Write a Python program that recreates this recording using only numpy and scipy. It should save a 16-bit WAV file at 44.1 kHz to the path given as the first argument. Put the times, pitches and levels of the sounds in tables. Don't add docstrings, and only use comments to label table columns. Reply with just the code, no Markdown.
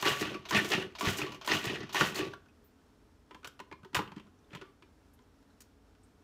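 import sys
import numpy as np
from scipy import signal
from scipy.fft import rfft, irfft
from scipy.io import wavfile

SR = 44100
rng = np.random.default_rng(int(sys.argv[2]) if len(sys.argv) > 2 else 0)


def waveform_to_disk(signal):
    frames = np.transpose(np.atleast_2d(signal))
    scaled = np.clip(frames, -1, 1) * 32767
    samples = np.round(scaled).astype(np.int16)
    wavfile.write(sys.argv[1], SR, samples)


N = 274743


def from_db(db):
    return 10 ** (np.asarray(db) / 20)


def rms_one(x):
    return x / np.sqrt(np.mean(x ** 2) + 1e-20)


def in_time(rows):
    s, *columns = np.transpose(rows)
    t = np.arange(N) / SR
    return [np.interp(t, s, column) for column in columns]


def at_hz(points, hz):
    table_hz, table_db = np.array(points).T
    return np.interp(np.log(hz + 1), np.log(table_hz), table_db)


def colour(x, tone):
    log_gain = np.log(from_db(at_hz(tone, np.fft.rfftfreq(8192, 1 / SR))))
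    cepstrum = irfft(log_gain)
    cepstrum[1:4096] *= 2
    cepstrum[4097:] = 0
    response = irfft(np.exp(rfft(cepstrum)))
    return signal.fftconvolve(x, response / np.linalg.norm(response))[:N]


def resonate(x, modes):
    out, power = 0, 0
    for k, (hz, width, level_db) in enumerate(modes):
        r = np.exp(-np.pi * width / SR)
        sign = (-1) ** k
        b = (1 - r * r) / 2 * from_db(level_db) * sign * np.array([1, 0, -1])
        a = [1, -2 * r * np.cos(2 * np.pi * hz / SR), r * r]
        out = out + signal.lfilter(b, a, x + 1e-18)
        power += from_db(2 * level_db) * np.pi * width / SR
    return out / np.sqrt(power)


def drift(rate):
    step = 16
    r = np.exp(-2 * np.pi * rate * step / SR)
    noise = rng.standard_normal(N // step + 3002)
    slow = signal.lfilter([1], [1, -2 * r, r * r], noise)[3000:]
    return np.interp(np.arange(N) / step, np.arange(len(slow)), rms_one(slow))


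def grains(per_s, spread_db, clump_db):
    born = rng.random(N) < per_s / SR
    sizes = from_db(spread_db * np.minimum(rng.exponential(1, N), 4) + clump_db * drift(27))
    return rms_one(born * sizes * rng.choice([-1, 1], N))


def swell(peak_s, peak_db, rise, fall, start_s=-1, end_s=99, end_fall=0):
    t = np.arange(0, N, 8) / SR
    level_db = peak_db - rise * np.maximum(peak_s - t, 0) - fall * np.maximum(t - peak_s, 0)
    level_db = level_db - end_fall * np.maximum(t - end_s, 0)
    return np.repeat(from_db(level_db) * (t > start_s), 8)[:N]


def near_db(hz, centre_hz, octaves):
    return -6 * (np.log2(hz / centre_hz) / octaves) ** 2


# f/Hz, relative level/dB
AIR_COLOUR = [(15, -55), (25, -23.5), (42, -5.5), (70, -14), (94, -3.5), (114, -17.5), (285, -2.5),
              (384, -16.5), (416, -5.5), (503, -21.5), (591, -16.5), (1440, -21), (2050, -27.5),
              (5570, -32.5), (16000, -44.5)]
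# f/Hz, level/dB, width/Hz
HUM_TONES = [(54, -73.5, 1.1), (79.14, -68.5, 17), (406, -84, 6.5), (480, -84, 7.7), (5416, -93, 16.0)]
AIR_DB = -65.5


def room_tone():
    noise = rng.standard_normal(N)
    air = from_db(AIR_DB + 0.8 * drift(3.7)) * colour(noise, AIR_COLOUR)
    hum = 0
    for hz, level_db, width in HUM_TONES:
        tone = resonate(noise[::-1], [(hz, width, 0)])
        hum = hum + from_db(level_db) * rms_one(tone)
    return air + hum


# centre f/Hz, t60/s, relative level/dB
REVERB_BANDS = [(128, 0.59, -2.5), (262, 0.38, 1), (500, 0.34, 0), (1130, 0.39, -4), (1900, 0.32, -2),
                (3930, 0.23, 4), (8000, 0.2373, -7), (13000, 0.33, -5)]


def kitchen(x):
    t = np.arange(SR // 2) / SR
    tail = 0
    for hz, t60, level_db in REVERB_BANDS:
        edges = [hz / np.sqrt(2), hz * np.sqrt(2)]
        band = signal.butter(2, edges, "band", fs=SR, output="sos")
        noise = signal.sosfilt(band, rng.standard_normal(len(t)))
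        tail = tail + from_db(level_db - 60 * t / t60) * noise
    tail = tail * (1 - np.exp(-(t / 0.0052) ** 2))
    return signal.fftconvolve(x, tail / np.linalg.norm(tail))[:N]


# t/s, fade time/s, level/dB, centre f/Hz, width/Hz
HAND_BRUSHES = [(2.641, 0.046, -75, 14100, 2500), (4.387, 0.0099, -83.5, 5900, 900),
                (4.444, 0.0069, -82, 3400, 600), (5.135, 0.02, -68.5, 10900, 8000),
                (5.221, 0.0076, -84, 6270, 1500), (5.502, 0.0057, -81, 4070, 500),
                (5.605, 0.016, -62, 8500, 7000), (6.033, 0.021, -76, 8380, 2500)]


def brushes():
    out = np.zeros(N)
    t = np.arange(SR // 10) / SR
    for s, length, level_db, hz, width in HAND_BRUSHES:
        puff = np.exp(-(t / length) ** 2) * rng.standard_normal(len(t))
        band = [(hz, width, 0)]
        start = round(s * SR)
        out[start:start + len(t)] += from_db(level_db) * resonate(resonate(puff, band), band)
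    return out


# strongest at t/s, scrape level/dB before the rim mix, lid singing level/dB
RIM_SLIDES = [(3.994, -52, -45), (4.172, -59, -91), (4.536, -52, -87), (4.625, -61.5, -58.5)]
# f/Hz, width/Hz, relative level/dB
SINGING_MODE = [(1166, 20, 0)]
SLIDE_RISE, SLIDE_FALL, SONG_FALL = 650, 270, 230


def slides():
    scrape = sum(swell(s, db, SLIDE_RISE, SLIDE_FALL) for s, db, _ in RIM_SLIDES)
    song = sum(swell(s, db, SLIDE_RISE, SONG_FALL) for s, _, db in RIM_SLIDES)
    slips = grains(2700, 1.4, 2.5)
    rim = .45 * resonate(scrape * slips, LID_MODES) + .85 * colour(scrape * slips, LID_COLOUR)
    return rim + resonate(song * slips, SINGING_MODE)


def strike(contact, modes):
    ring = resonate(contact, modes)
    return ring * np.linalg.norm(contact) / np.linalg.norm(ring)


# f/Hz, width/Hz, relative level/dB
HOUSING_MODES = [(45, 30, -14), (87, 72, -9), (135, 27, 0), (210, 25, -3), (304, 29, -7), (379, 39, -1.5),
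                 (402.7, 65, -6)]
# f/Hz, relative level/dB
HISS_COLOUR = [(3000, -19.5), (5000, -4), (7000, -1), (9500, -11), (12500, -9), (15500, -10.5)]
RING_PER_HALVING, MIDDLING_T60_S = .15, .055
SOFT_SNAP_DB, BITE_PER_SNAP = -29.5, 0.22


def blows(rows, modes, tone, share, crack):
    rings, broad, bright = np.zeros((3, N + SR))
    t = np.arange(SR // 4) / SR
    for s, peak_db, ring_hz, t60, thud_db, thud_hz, snap_db in rows:
        start = round(s * SR)
        at = slice(start, start + len(t))
        t60 = max(t60, .004)
        fade = from_db(-60 * t / t60) + crack * from_db(-60 * t / 0.00091)
        onset = 1 - np.exp(-t / 0.00032)
        shell, thud, snap = fade * onset * rng.standard_normal((3, len(t))) / [[2], [1], [1]]
        struck = [(hz, width, db + near_db(hz, ring_hz, 0.19)) for hz, width, db in modes]
        thumped = [(hz, width, db + near_db(hz, thud_hz, .6)) for hz, width, db in HOUSING_MODES]

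        dull = signal.sosfilt(signal.butter(2, 2200, fs=SR, output="sos"), shell)
        bite_db = np.clip(BITE_PER_SNAP * (snap_db - peak_db - SOFT_SNAP_DB), -12, 12)
        bite = from_db(bite_db - 25 * t / t60) * (shell - dull)

        rung = np.clip(share + RING_PER_HALVING * np.log2(MIDDLING_T60_S / t60), 0, 1)
        broad[at] += from_db(peak_db) * (1 - rung) * (dull + bite)
        rings[at] += from_db(peak_db) * rung * strike(shell, struck)
        rings[at] += from_db(thud_db) * strike(thud, thumped)
        bright[at] += from_db(snap_db) * snap
    return rings[:N] + colour(broad[:N], tone) + colour(bright[:N], HISS_COLOUR)


# t/s, shell level/dB, ring f/Hz, fade t60/s, thud level/dB, thud f/Hz, snap level/dB
LID_CONTACTS = [(3.309, -35, 1030, 0.061, -52, 390, -79), (3.346, -33, 1030, 0.047, -50.5, 240, -64),
                (3.43, -38, 1700, .044, -56, 480, -85), (3.445, -31, 1200, 0.094, -56, 430, -53.5),
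                (3.473, -31.5, 1560, 0.038, -50, 130, -45), (3.592, -36, 1450, 0.075, -58, 310, -76),
                (3.6, -27, 1030, .04, -43.5, 254, -55.5), (3.714, -33, 1030, 0.039, -42, 430, -74),
                (3.725, -30.5, 1030, 0.046, -50, 129, -68), (3.832, -40, 1230, 0.045, -47, 170, -95),
                (3.847, -39, 930, 0.053, -43.5, 388, -67.5), (3.931, -40.5, 1050, 0.081, -43, 240, -75),
                (3.946, -21.5, 1700, 0.13, -50, 480, -35), (3.951, -13, 1020, 0.042, -37, 410, -43),
                (3.966, -18.5, 1030, 0.073, -32, 107, -48), (3.989, -13, 1030, 0.046, -29.5, 225, -67),
                (4.019, -27, 1030, 0.031, -40, 420, -66), (4.076, -39, 2870, 0.055, -51, 235, -76),
                (4.118, -34.5, 980, 0.054, -44, 210, -71), (4.163, -37.5, 1040, 0.04, -33.5, 240, -68),
                (4.197, -41, 2850, 0.052, -52, 368, -70), (4.268, -52.5, 1580, 0.076, -56, 238, -90),
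                (4.506, -48, 2730, 0.035, -50, 347, -81), (4.532, -33, 2500, .06, -45, 170, -74),
                (4.549, -30, 1040, 0.064, -40.5, 152, -57), (4.571, -38, 2880, 0.048, -49, 290, -72),
                (4.613, -33, 1160, 0.079, -43, 400, -74), (4.823, -43.5, 2696, 0.059, -54.5, 295, -76),
                (5.19, -48, 1067, .04, -74, 255, -80), (5.426, -57, 1050, 0.039, -70, 270, -74),
                (5.605, -51, 1250, 0.061, -73, 363, -51.5), (5.618, -52, 1270, 0.033, -66, 230, -51),
                (5.95, -52.5, 1400, 0.056, -69, 410, -85)]
# f/Hz, width/Hz, relative level/dB
LID_MODES = [(915, 79, -4), (1030, 20, 0.5), (1180, 110, -20.5), (1480, 56, 6), (1900, 300, -12),
             (2370, 200, 8), (2560, 250, 5), (3220, 260, -2), (3914, 270, 2), (4437, 200, -20.5),
             (5640, 160, -10)]
# f/Hz, relative level/dB
LID_COLOUR = [(240, -25), (400, -7.5), (774, -17.5), (1030, -5.5), (1240, -9), (2820, -11), (3060, -11.5),
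              (5990, -25), (10000, -37), (13000, -61), (22000, -120)]


def lid_clicks():
    return blows(LID_CONTACTS, LID_MODES, LID_COLOUR, share=0.4, crack=0.44)


# t/s after that moment, shell level/dB, ring f/Hz, fade t60/s, thud level/dB, thud f/Hz, snap level/dB
PRESS_CONTACTS = [(0, -36.5, 934, 0.17, -62, 430, -64), (.034, -35, 2400, 0.13, -54.5, 390, -54)]
KICK_CONTACTS = [(-.014, -38, 2500, 0.067, -58, 390, -43.5), (0, -17, 990, 0.037, -34.5, 370, -37)]
RELEASE_CONTACTS = [(0, -36.5, 1900, .06, -41, 391.3, -49), (.014, -29, 1900, .06, -34.5, 390, -40.5)]


def switch_clicks():
    rows = []
    for kick, press, _, _, _, _, _, release, *_ in PULSE_ROWS:
        moments = ((kick - press, PRESS_CONTACTS), (kick, KICK_CONTACTS), (kick + release, RELEASE_CONTACTS))
        for s, contacts in moments:
            rows += [(s + later, *rest) for later, *rest in contacts if s + later >= 0]
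    return blows(rows, BOWL_MODES, WALL_COLOUR, share=0.46, crack=0.48)


# t/s, shell level/dB, ring f/Hz, fade t60/s, thud level/dB, thud f/Hz, snap level/dB
BOWL_KNOCKS = [(.053, -14.5, 1980, 0.066, -28, 413, -52), (.211, -23.5, 1980, .07, -29.5, 380, -48),
               (.343, -28, 2500, 0.066, -35.5, 380.3, -61), (.529, -17.5, 1170, 0.067, -30, 340, -48),
               (.547, -10.5, 1950, 0.049, -28, 370, -54.5), (.571, -16.5, 1440, 0.071, -30, 130, -54),
               (.645, -32.5, 2540, 0.16, -36.5, 375, -43.5), (.717, -17, 1827, 0.095, -32, 375, -42),
               (.734, -12, 2590, 0.061, -28.5, 414, -47), (.796, -25, 2780, 0.054, -42.5, 372, -63),
               (1.028, -24, 1141, 0.046, -28, 334, -56), (1.069, -19.5, 1631, 0.03, -21.5, 120, -50),
               (1.087, -21.5, 1310, 0.059, -35, 140.6, -48), (1.186, -26, 917, .07, -36.5, 410, -50),
               (1.216, -17.5, 2500, 0.044, -34.5, 382, -54), (1.265, -26, 1163, .042, -44, 365, -60),
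               (1.32, -33, 1100, 0.089, -50, 270, -57), (1.345, -37.5, 2580, 0.1, -54.5, 400, -58.5),
               (1.495, -20, 2700, .059, -31.5, 325, -50), (1.516, -12.5, 1950, 0.086, -25, 365, -53),
               (1.641, -28, 1866, .05, -33.5, 400, -50), (1.702, -27, 1830, 0.048, -31.5, 365.4, -61),
               (1.804, -31.5, 1850, 0.15, -38.5, 375, -72), (1.831, -32, 1720, 0.067, -35.5, 195.9, -73.5),
               (2.009, -8.5, 1480, 0.063, -29.5, 135, -57.5), (2.153, -24, 3680, 0.038, -48, 369, -45),
               (2.191, -33, 3100, 0.047, -29, 415, -50), (2.224, -27, 2540, 0.028, -28, 375, -58.5),
               (2.335, -27, 1380, 0.048, -58.5, 240, -86), (2.459, -49.5, 1480, .05, -67, 270, -86),
               (2.485, -52, 2540, .06, -68, 415, -92)]


def bowl_knocks():
    return blows(BOWL_KNOCKS, BOWL_MODES, WALL_COLOUR, share=0.52, crack=0.48)


# motor kick t/s, lever pressed t/s before, load thrown t/s after,
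# throw level/dB, throw f/Hz, rumble sinks to f/Hz, spray lasts t/s, lever released t/s after the kick,
# load slumps t/s after release, slump level/dB, slump f/Hz, slump dies dB/s,
# spray level/dB at the throw, at the slump (wall levels are before the wall mix)
PULSE_ROWS = [(0.025, .059, 0.053, -27.5, 2000, 280.3, .18, 0.17, 0.027, -36, 2046, 121.5, -45, -52.5),
              (0.508, 0.055, 0.049, -27.5, 1950, 226, .2, 0.18, 0.044, -31.5, 2280, 167, -47, -53),
              (1.009, 0.058, 0.063, -27.5, 1600, 165, 0.18, .162, 0.035, -38.5, 2250, 141, -46, -52),
              (1.475, .063, 0.055, -28, 2100, 250, 0.14, .165, 0.032, -35, 1950, 107, -45.5, -51.5),
              (1.945, 0.053, 0.064, -27, 1480, 197.5, 0.15, 0.2, 0.04, -34, 1860, 184.5, -44, -47)]
THROW_RISE, THROW_FALL, SLUMP_RISE = 190, 182, 480
RUMBLE_THROW_DB, RUMBLE_SLUMP_DB = -6, -3
RUMBLE_RISE, RUMBLE_FALL, RUMBLE_COAST = 180, 150, 73
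BLADE_STOPS_S, STOP_FALL = 0.34, 300
SPRAY_LULL_DB, SPRAY_SAG, SPRAY_FALL = -7, 60, 400
SLUMP_SPRAY_FALL, DRIP_DB, DRIP_FALL = 670, -67.5, 110
KICK_HZ, COAST_HZ = 1250, 1700
RUMBLE_HZ, RUMBLE_COAST_HZ, RUMBLE_SINKS_S = 375, 270, .04


def churn():
    wall, rumble, spray, wall_hz, rumble_hz = 0, 0, 0, [], []
    for (kick, _, throw, throw_db, throw_hz, low_hz, lasts, release, slump, slump_db, slump_hz, dies,
         spray_db, splash_db) in PULSE_ROWS:
        throw, release, stop = kick + throw, kick + release, kick + BLADE_STOPS_S
        slump = release + slump

        wall = wall + swell(throw, throw_db, THROW_RISE, THROW_FALL, kick)
        wall = wall + swell(slump, slump_db, SLUMP_RISE, dies)

        rumble = rumble + swell(throw, throw_db + RUMBLE_THROW_DB, RUMBLE_RISE, RUMBLE_FALL,
                                kick, stop, STOP_FALL)
        rumble = rumble + swell(slump, slump_db + RUMBLE_SLUMP_DB, SLUMP_RISE, RUMBLE_COAST,
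                                kick, stop, STOP_FALL)

        spray_rise = -SPRAY_LULL_DB / (throw - kick)
        spray = spray + swell(throw, spray_db, spray_rise, SPRAY_SAG, kick, kick + lasts, SPRAY_FALL)
        spray = spray + swell(slump, splash_db, 0, SLUMP_SPRAY_FALL, release)
        spray = spray + swell(slump, DRIP_DB, 0, DRIP_FALL, release)

        wall_hz += [(kick, KICK_HZ), (throw, throw_hz), (slump, slump_hz), (stop, COAST_HZ)]
        rumble_hz += [(kick, RUMBLE_HZ), (throw + RUMBLE_SINKS_S, low_hz),
                      (release, RUMBLE_HZ), (stop, RUMBLE_COAST_HZ)]
    return wall, rumble, spray, *in_time(wall_hz), *in_time(rumble_hz)


def tumbling(pieces, modes, centre_hz, octaves, patchy_db):
    dealt = rng.integers(0, len(modes), N)
    out = 0
    for k, (hz, width, db) in enumerate(modes):
        level_db = db + near_db(hz, centre_hz, octaves) + patchy_db * drift(22)
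        fed = pieces * (dealt == k) * from_db(level_db)
        out = out + resonate(fed, [(hz, width, 0)])
    return out * np.sqrt(np.sum(pieces ** 2) / np.sum(out ** 2))


# f/Hz, width/Hz, relative level/dB
BOWL_MODES = [(664, 34, 4.5), (827, 63, 1.5), (1020, 72, -3.5), (1148, 17, 4.5), (1387, 20, -11),
              (1480, 69, -1), (1830, 170, 6), (1980, 510, -2), (2270, 30, -13), (2500, 160, 4),
              (2780, 240, 5), (2880, 130, 3.5), (3330, 160, -12), (4350, 63, 2), (5600, 200, -9)]
# f/Hz, relative level/dB
WALL_COLOUR = [(240, -41.5), (400, -0.5), (483, -15), (641, 1.5), (733, -2), (1460, -1), (1580, -7.5),
               (2980, -1), (6330, -11), (10000, -63.5), (13000, -90.5), (22000, -120)]


def blade():
    hits, shaking, hiss, wall_hz, rumble_hz = churn()
    pieces = hits * grains(4500, 2.0, 2.12)
    ringing = tumbling(pieces, BOWL_MODES, np.maximum(wall_hz, 500), .75, 4.5)
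    wall = .8 * ringing + .6 * colour(pieces, WALL_COLOUR)
    jolts = shaking * grains(600, 2.5, 1.85)
    rumble = tumbling(jolts, HOUSING_MODES, np.maximum(rumble_hz, 60), 1.64, 4.2)
    spray = colour(hiss * grains(9000, 1.3, 2.8), HISS_COLOUR)
    return wall + rumble + spray


def scene():
    near = brushes() + slides() + lid_clicks() + switch_clicks() + bowl_knocks() + blade()
    return (room_tone() + from_db(-13.0) * kitchen(near) + near)[None]


def record(dry):
    return signal.sosfilt(signal.cheby2(14, 60, 16250, fs=SR, output="sos"), dry)


dry = scene()
out = record(dry)
waveform_to_disk(out)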